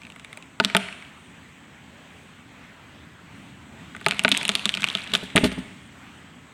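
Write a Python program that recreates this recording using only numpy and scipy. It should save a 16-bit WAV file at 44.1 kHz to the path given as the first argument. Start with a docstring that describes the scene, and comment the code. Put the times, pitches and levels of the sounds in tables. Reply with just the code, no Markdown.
"""Hinge wood of a falling trunk

A topped trunk, cut at its foot and pulled by a rope, tears its hinge: ticks, a few loud cracks, a pause,
then a run of splintering snaps as it topples and lands with two main thuds among weaker contacts.
Breaks are short pulses and noise bursts that excite damped trunk modes; each thud rings the log and
crushes soil. Ground and trees echo them by filtered noise; engine, leaves and insects are shaped noise."""
import sys
import numpy as np
from scipy import signal
from scipy.fft import rfft, irfft, next_fast_len
from scipy.io import wavfile
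from scipy.ndimage import uniform_filter1d, minimum_filter1d, map_coordinates

SR = 44100
rng = np.random.default_rng(int(sys.argv[2]) if len(sys.argv) > 2 else 0)


def unload_audio(sound):
    """Save the sound as a 16-bit wav file, at the path given as the first command line argument."""
    columns = np.transpose(np.atleast_2d(sound))
    # keep every value between -1 and 1, then stretch to whole-number steps
    steps = np.round(np.clip(columns, -1, 1) * 32767)
    wavfile.write(sys.argv[1], SR, steps.astype(np.int16))


N = 287973

# Splintering of small fibres and debris. Each row: time in seconds, relative level in dB.
SPLINTERING = [(3.8, -62), (4.0, -63.5), (4.11, -46.5), (4.24, -52), (4.3, -50.5), (4.67, -50.5),
               (4.94, -45), (5.37, -56), (5.65, -86)]
MIDDLE_HZ = 2800  # middle snap pitch


def amp(db):
    """Level law: decibels to amplitude gain."""
    return 10 ** (np.asarray(db) / 20)


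def unit(x):
    """Power normalization: scales a signal to rms 1."""
    return x / np.sqrt(np.mean(x ** 2) + 1e-20)


def along(points, hz, axis=1):
    """Logarithmic frequency scale: interpolates one column of a table whose first column is in Hz."""
    cols = np.transpose(points)
    return np.interp(np.log(hz + 1), np.log(cols[0] + 1), cols[axis])


def curves(rows):
    """Level envelopes: one value per sample for each column after the time."""
    s, *cols = np.transpose(rows)
    t = np.arange(N) / SR
    late_start = s[0] > 1  # such a curve is at -120 dB outside its times
    return [np.interp(t, s, c, left=-120 if late_start else c[0], right=-120 if late_start else c[-1])
            for c in cols]


def wobble(rate):
    """Slow random modulation: a smooth curve through `rate` random knots a second."""
    knots = rng.standard_normal(int(N * rate / SR) + 4)
    return map_coordinates(knots, [np.arange(N) * rate / SR])


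def filtered(x, response):
    """Linear filtering: multiplies the spectrum by a complex response of frequency."""
    m = next_fast_len(len(x) + 8192)
    return irfft(rfft(x, m) * response(np.fft.rfftfreq(m, 1 / SR)), m)[:len(x)]


def peak(hz, width_hz):
    """Simple resonator: the causal response of a damped oscillator, with gain 1 at its centre."""
    return lambda f: 1j * f * width_hz / (hz * hz - f * f + 1j * f * width_hz)


def ring(modes, t, rise, spread_db):
    """Modal superposition: damped sines, with new strengths and slightly new pitches for each blow."""
    total = 0
    for hz, db, t60 in modes:
        decay = amp(db + rng.normal(0, spread_db) - 60 * t / t60)
        total = total + decay * np.sin(2 * np.pi * hz * rng.normal(1, 0.025) * t)
    return (1 - np.exp(-t / rise)) * total


def add(track, s, sound):
    """Linear superposition: adds a sound to the track at time s."""
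    track[round(s * SR):][:len(sound)] += sound


def rush(spectrum, patchy_db):
    """Coloured noise: rms 1, with random gain in patches of time and frequency."""
    z = signal.stft(rng.standard_normal(N), nperseg=512)[2]
    over_frequency = uniform_filter1d(rng.standard_normal(z.shape), 6, 0)
    field = uniform_filter1d(over_frequency, 14, 1)
    noise = signal.istft(z * amp(patchy_db * unit(field)), nperseg=512)[1][:N]
    return unit(filtered(noise, lambda hz: amp(along(spectrum, hz))))


def engine():
    """Broadband drone: low coloured noise under a slowly wavering level."""
    # Each row: time in seconds, mean level in dB.
    engine_level = [(0, -53), (1.3, -51), (2.8, -51.5), (3.7, -46.5), (5.7, -48), (6.53, -50.5)]
    # Each row: frequency in Hz, relative spectrum level in dB.
    drone_spectrum = [(15, -58), (25, -33), (64, -8.5), (80, -2), (102, -4), (168, -1), (274, -2),
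                      (500, -29), (650, -43), (1100, -120)]
    level_db = curves(engine_level)[0] + .6 * wobble(9)
    return amp(level_db) * rush(drone_spectrum, patchy_db=.6)


def leaves(level_db):
    """Incoherent rustle: patchy coloured noise under a slowly wavering level."""
    # Each row: frequency in Hz, relative spectrum level in dB.
    rustle_spectrum = [(210, -46), (350, -2.5), (568, -2), (2030, 0), (3240, -5), (4850, -18.5),
                       (7990, -21), (9690, -29), (15200, -31), (16500, -28)]
    return amp(level_db + 1.1 * wobble(6.5)) * rush(rustle_spectrum, patchy_db=1.55)


def insects(level_db):
    """Narrow-band noise: a resonant chorus, and one insect that chirps above it in pitch."""
    # Each row: centre in Hz, width in Hz of each of two cascaded resonances, relative gain in dB.
    chorus_bands = [(6400, 500, 3), (6910, 470, 6), (7830, 520, 8), (8140, 570, 3)]
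    # Each row: centre time in seconds, half length in seconds (to 1/e), level in dB.
    chirp_times = [(0.297, .1, -78), (1.234, .09, -67), (2.2, 0.1, -72), (3.42, .11, -71),
                   (5.85, 0.035, -66.5), (6.178, .04, -69)]
    t = np.arange(N) / SR
    chorus = filtered(rng.standard_normal(N),
                      lambda f: sum(amp(db) * peak(c, w)(f) ** 2 for c, w, db in chorus_bands))
    envelope = sum(amp(db) * np.exp(-((t - s) / half) ** 4) for s, half, db in chirp_times)
    solo = unit(filtered(rng.standard_normal(N), lambda f: peak(8750, 450)(f) ** 2))
    return amp(level_db + 0.57 * wobble(20.0)) * unit(chorus) + envelope * solo


def background():
    """Incoherent addition: independent engine, leaf and insect noises."""
    # Each row: time in seconds, mean rustle level in dB, mean insect chorus level in dB.
    air_levels = [(0, -51, -65), (.6, -51.5, -65.5), (2, -50.5, -66.5), (3, -50.5, -69.5),
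                  (3.8, -50.5, -64.5), (5.8, -50.2, -63.5), (6.15, -50.5, -66), (6.53, -54.5, -66)]
    rustle_db, insects_db = curves(air_levels)
    return engine() + leaves(rustle_db) + insects(insects_db)


def ground(x):
    """Diffuse reflection: the ground returns a blurred, duller, weaker copy a few milliseconds late."""
    t = np.arange(200) / SR
    blur = np.exp(-t / 0.0022) * rng.standard_normal(len(t)) + 6 * (t == 0)
    delayed = np.pad(x, (round(.0053 * SR), 0))
    late = np.convolve(delayed, blur / np.linalg.norm(blur))[:N]
    return amp(-13.5) * filtered(late, lambda f: 1 / (1 + 1j * f / 7000))


def trees(x):
    """Multiple scattering: a noise tail starts at once, swells after about 20 ms, and decays by band."""
    # Each row: frequency in Hz, t60 in seconds, relative level in dB.
    echo_bands = [(150, 1, -1), (500, 0.58, 6.5), (1210, 1, -2), (2200, 0.9, -5.5), (3500, 0.86, -8.5),
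                  (4950, 0.65, -8), (8500, 0.87, -7.5), (15000, 0.47, -16)]
    out, hop = np.zeros(N + 2 * SR), round(.1 * SR)
    for i in range(round(.5 * SR), round(5.8 * SR), hop):  # a new random tail for each 0.1 s of sound
        hz, t, z = signal.stft(rng.standard_normal(SR), SR, nperseg=256)
        arrival = 0.48 + np.clip((t - .02) / 0.011, 0, 1)
        level_db = along(echo_bands, hz, axis=2)[:, None]
        shape = amp(level_db - 60 * t / along(echo_bands, hz)[:, None]) * arrival
        tail = signal.istft(z * shape, SR, nperseg=256)[1]
        add(out, i / SR, signal.fftconvolve(x[i:i + hop], tail / np.sqrt(SR)))
    return out[:N]


def thuds():
    """Impact excitation: soft heavy contacts run along the log, ring its modes and crush soil and bark."""
    # Log meeting stump and soil. Each row: start in seconds, push in dB, soil crunch in dB,
    # number of contacts along the log.
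    landings = [(5.131, -31.5, -23.5, 2), (5.227, -32, -36.5, 1), (5.354, -14.5, -26.5, 4),
                (5.408, -25.5, -45, 1), (5.434, -13, -20.5, 3), (5.515, -33, -34, 1),
                (5.577, -26.5, -39, 1)]
    # Modes of the log on soil. Each row: mean frequency in Hz, mean level in dB, t60 in seconds.
    log_modes = [(62, -15, 0.3), (128, -15, 0.083), (184.6, 4, 0.12), (252, 6.5, 0.082), (399, 7, 0.04),
                 (617, 6, 0.025), (825, 4, 0.017)]
    roll_s, roll_loss_db = .0095, 2.1  # delay and loss from contact to contact
    contact_s, crush_lag_s = 0.0033, 0.0034  # rise of one contact; soil and bark give way just after it
    lumpy_db = 4
    body, crunch, t = np.zeros(N + SR), np.zeros(N + SR), np.arange(SR // 3) / SR
    for first, push_db, crunch_db, contacts in landings:
        for k in range(round(contacts)):
            s, loss_db = first + k * roll_s, k * roll_loss_db
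            add(body, s, amp(push_db - loss_db) * ring(log_modes, t, contact_s, 2.0))
            grit = filtered(rng.standard_normal(len(t)),
                            lambda f: peak(2400, 3200)(f) + 0.16 * peak(8800, 5000)(f))
            lumps_db = lumpy_db * unit(uniform_filter1d(rng.standard_normal(len(t)), size=60))
            decay = amp(crunch_db - loss_db + lumps_db - 60 * t / 0.075)
            add(crunch, s + crush_lag_s, decay * (1 - np.exp(-t / 0.0029)) * unit(grit))
    return crunch[:N], body[:N]


def splinters():
    """Granular noise: over a thousand tiny fibre snaps a second, a few of them much louder."""
    count, length = 2400, 160  # grains; samples in each
    u = rng.random((count, 2))
    loudness, pitch = rng.exponential(size=count), rng.standard_normal(count)
    hz = np.clip(2700 * np.exp(0.32 * pitch), 600, 12000)[:, None]
    t = np.arange(length) / SR
    decay = amp(2.2 * loudness)[:, None] * np.exp(-t * hz / 1.2)
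    grains = decay * np.sin(2 * np.pi * (hz * t + u[:, 1:]))
    at = ((3.8 + 2.1 * u[:, :1]) * SR).astype(int) + np.arange(length)  # from 3.8 s, over 2.1 s
    x = np.bincount(at.ravel(), grains.ravel(), N)[:N]
    return amp(curves(SPLINTERING)[0]) * unit(x)


def lesser_breaks(count):
    """Random fracture: lesser fibres part while the trunk falls and settles, following the splintering."""
    s, g = rng.uniform(4.0, 5.6, count), rng.standard_normal((count, 4))
    snap_db = np.interp(s, *np.transpose(SPLINTERING)) + 14.5 + 2 * g[:, 0]
    hz = MIDDLE_HZ * np.exp(0.23 * g[:, 1])
    sizzle_db = snap_db - 1 + 6 * g[:, 2]
    knock_db = snap_db - 16.5 + 5 * g[:, 3]
    return list(zip(s, snap_db, hz, sizzle_db, knock_db))


def fibre_snap(t, hz, snap_db, tear):
    """Stress release: a pulse of a few cycles, slower in a weak fibre, and a brief noisy shudder."""
    grip_s = (0.62 + 0.0376 * max(-snap_db, 0)) / hz  # time to the peak, set in cycles of the pitch
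    pulse = t / grip_s * np.exp(1 - t / grip_s)
    ragged = unit(filtered(tear, lambda f: peak(hz, 1.2 * hz)(f) ** 2))
    snap = pulse * (np.sin(2 * np.pi * hz * t) + 0.69 * ragged)
    rattle = unit(filtered(rng.standard_normal(len(t)), lambda f: peak(.85 * hz, 1.2 * hz)(f) ** 2))
    shudder = amp(-18 - 60 * t / .03) * (1 - np.exp(-t / .0007)) * rattle
    return snap + shudder


def fibre_sizzle(t):
    """High-frequency transient: a sharp tick near 9 kHz over a decaying bright hiss."""
    bright = unit(filtered(rng.standard_normal(len(t)), lambda f: peak(9000, 9000)(f) ** 2))
    pulse = t / .0001 * np.exp(1 - t / .0001)
    tick = pulse * np.sin(2 * np.pi * rng.normal(9000, 900) * t)
    return tick + bright * amp(-12.0 - 60 * t / 0.0092)


def cracks():
    """Impulsive excitation: each break snaps, sizzles and knocks the trunk, whose bending builds more slowly."""
    # Clear breaks of fibre; the rows from 5.1 s on are sharp cracks of the log as it lands. 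Each row: start in
    # seconds, snap in dB, snap pitch in Hz, sizzle in dB, # knock on the trunk in dB.
    clear_breaks = [(0.0179, -38, 2420, -50, -49), (0.0336, -42, 2570, -40, -56),
                    (0.051, -39, 2650, -47, -52), (0.0678, -38, 2250, -39, -45),
                    (0.1007, -38, 2320, -36, -59), (.121, -40, 2640, -37, -58),
                    (.161, -40.5, 2020, -36, -45), (0.1968, -37.5, 2750, -32, -44),
                    (.2464, -33, 2240, -27.5, -48), (0.329, -33, 2080, -27.5, -48),
                    (.3731, -32, 2280, -24, -41), (0.425, -38.5, 2600, -33, -59),
                    (.6004, 0.5, 2000, -40, -8.5), (0.6398, -28, 2790, -29, -32),
                    (0.6483, -2.5, 3500, -8, -25.5), (.6994, -24, 2300, -43, -34),
                    (0.7491, -2.5, 1920, -17, -8.5), (0.7667, 0.9, 2430, 2, -13.5),
                    (.886, -27, 1970, -33, -36.5), (.9261, -31, 2630, -43, -40),
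                    (1.0235, -34, 2200, -55, -53), (1.0496, -41.5, 2960, -72, -52),
                    (3.949, -30.5, 1450, -52, -34), (3.9645, -34, 2000, -25.5, -37),
                    (4.0123, -36, 1780, -32, -34), (4.0634, -2.5, 2330, -12, -9),
                    (4.0848, -14.5, 3070, -4, -25), (4.1102, -12.5, 2470, -13.5, -44),
                    (4.1207, -21, 2320, -30, -23), (4.1937, -9.5, 2730, -10.5, -30),
                    (4.2372, -29, 2840, -12.5, -33), (4.2484, -1.5, 2300, -32, -8.5),
                    (4.2801, -11.5, 2300, -28, -20.5), (4.2906, -22, 3250, -7.5, -36),
                    (4.3166, 8.5, 3440, 1.2, -22), (4.3425, -22, 2800, -23, -47),
                    (4.3484, -16, 2720, -27, -49), (4.3691, -19, 2730, -38, -41),
                    (4.3745, -16.5, 3430, -2.5, -45), (4.413, -18, 2240, -38, -32),
                    (4.4302, -22, 2500, -16, -40), (4.4524, -12.5, 2800, -11, -36),
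                    (4.48, -20, 2800, -8, -38), (4.4921, -0.6, 2750, -3, -16.5),
                    (4.5177, -24, 3065, -22, -36), (4.553, -3.8, 3330, -4.5, -27),
                    (4.5943, -22, 2840, -25, -50), (4.6557, -4.5, 3670, -5, -25),
                    (4.6923, -10, 3300, -14, -42), (4.7405, -14, 3010, -50.5, -50),
                    (4.7499, -17.5, 3200, -21.5, -30.5), (4.7724, -20, 2460, -23, -27.5),
                    (4.8071, -25, 3200, -20, -49), (4.8208, -17.5, 3640, -22, -31),
                    (4.8317, -19, 2500, -27, -42), (4.8421, -5.5, 2480, -19, -30.5),
                    (4.8745, -21, 2420, -30, -43), (4.8869, -16, 3160, -22, -39),
                    (4.901, -19.5, 3520, -31, -39), (4.9515, -13.5, 3250, -47, -22),
                    (4.9728, -25.5, 3280, -38, -47), (5.1186, -26, 2800, -40, -43),
                    (5.1368, -6.5, 3590, -24, -38), (5.1386, -11, 3420, -33, -19.5),
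                    (5.1512, 0.5, 3160, -18, -21.5), (5.3603, -4, 2660, 7.5, -13),
                    (5.3676, -6.5, 1950, -17, -13), (5.378, -1.5, 2400, -28, -16),
                    (5.443, -9, 2810, -16, -18.5), (5.517, -24.5, 2260, -46, -35)]
    # Trunk modes, then slow bending modes. Each row: mean frequency in Hz, mean level in dB, t60 in seconds.
    knock_modes = [(409, -9, 0.058), (662.6, -2.5, 0.035), (892, -10.5, 0.054), (1251, 1, 0.029),
                   (1451, 8, 0.016)]
    bending_modes = [(160.7, -6.5, 0.078), (200.3, 4.5, 0.098), (251, -5, 0.077)]
    hinge_gone_s, loose_db = 4.45, -3.5  # with most of the hinge torn the trunk bends less
    snaps, wood, spread = np.zeros((3, N + SR))
    t = np.arange(SR // 4) / SR
    short = t[:SR // 30]
    for s, snap_db, hz, sizzle_db, knock_db in clear_breaks + lesser_breaks(count=90):
        # thin, high fibres knock less than they bend
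        boom_db = knock_db - 4 + 10 * np.log2(hz / MIDDLE_HZ) + loose_db * (s > hinge_gone_s)
        tear = rng.standard_normal(len(short))
        snap = amp(snap_db) * fibre_snap(short, hz, snap_db, tear)
        add(snaps, s, snap + amp(sizzle_db) * fibre_sizzle(short))
        # summed over all directions the break has no one pitch
        broad = unit(filtered(tear, lambda f: peak(2200, 4000)(f) + .15 * peak(11000, 9000)(f)))
        add(spread, s, amp(snap_db - 60 * short / 0.011) * broad)
        knock = amp(knock_db) * ring(knock_modes, t, 0.0022, spread_db=2.5)
        boom = amp(boom_db) * ring(bending_modes, t, 0.0096, spread_db=7.0)
        add(wood, s, knock + boom)
    return snaps[:N], wood[:N], spread[:N]


def scene():
    """Superposition of direct and reflected sound: the tree, its echoes and the woods."""
    # Colour of the tree's sharp sound as it arrives. Each row: frequency in Hz, gain in dB.
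    arrival_colour = [(1000, -0.5), (3800, 2.5), (5000, -5.5), (6200, -5.5), (8500, -2), (10500, -7.5),
                      (13000, -12.5), (16000, -23)]

    def coloured(x):
        """Spectral weighting: applies the arrival colour."""
        return filtered(x, lambda hz: amp(along(arrival_colour, hz)))

    snaps, wood, spread = cracks()
    crunch, body = thuds()
    sharp = coloured(snaps + crunch + splinters())
    low = wood + body
    echo = trees(amp(-2) * sharp + amp(-6) * coloured(spread) + amp(-9) * low)
    return (sharp + low + ground(sharp) + echo + background())[None]


def record(dry):
    """Peak limiting and band limiting: the gain drops around loud peaks, then the top is cut at 16.7 kHz."""
    need = np.minimum(1, .95 / (np.abs(dry[0]) + 1e-9))
    gain = uniform_filter1d(minimum_filter1d(need, size=129), size=65)
    return filtered(dry[0] * gain, lambda hz: hz < 16700)[None]


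dry = scene()
out = record(dry)
unload_audio(out)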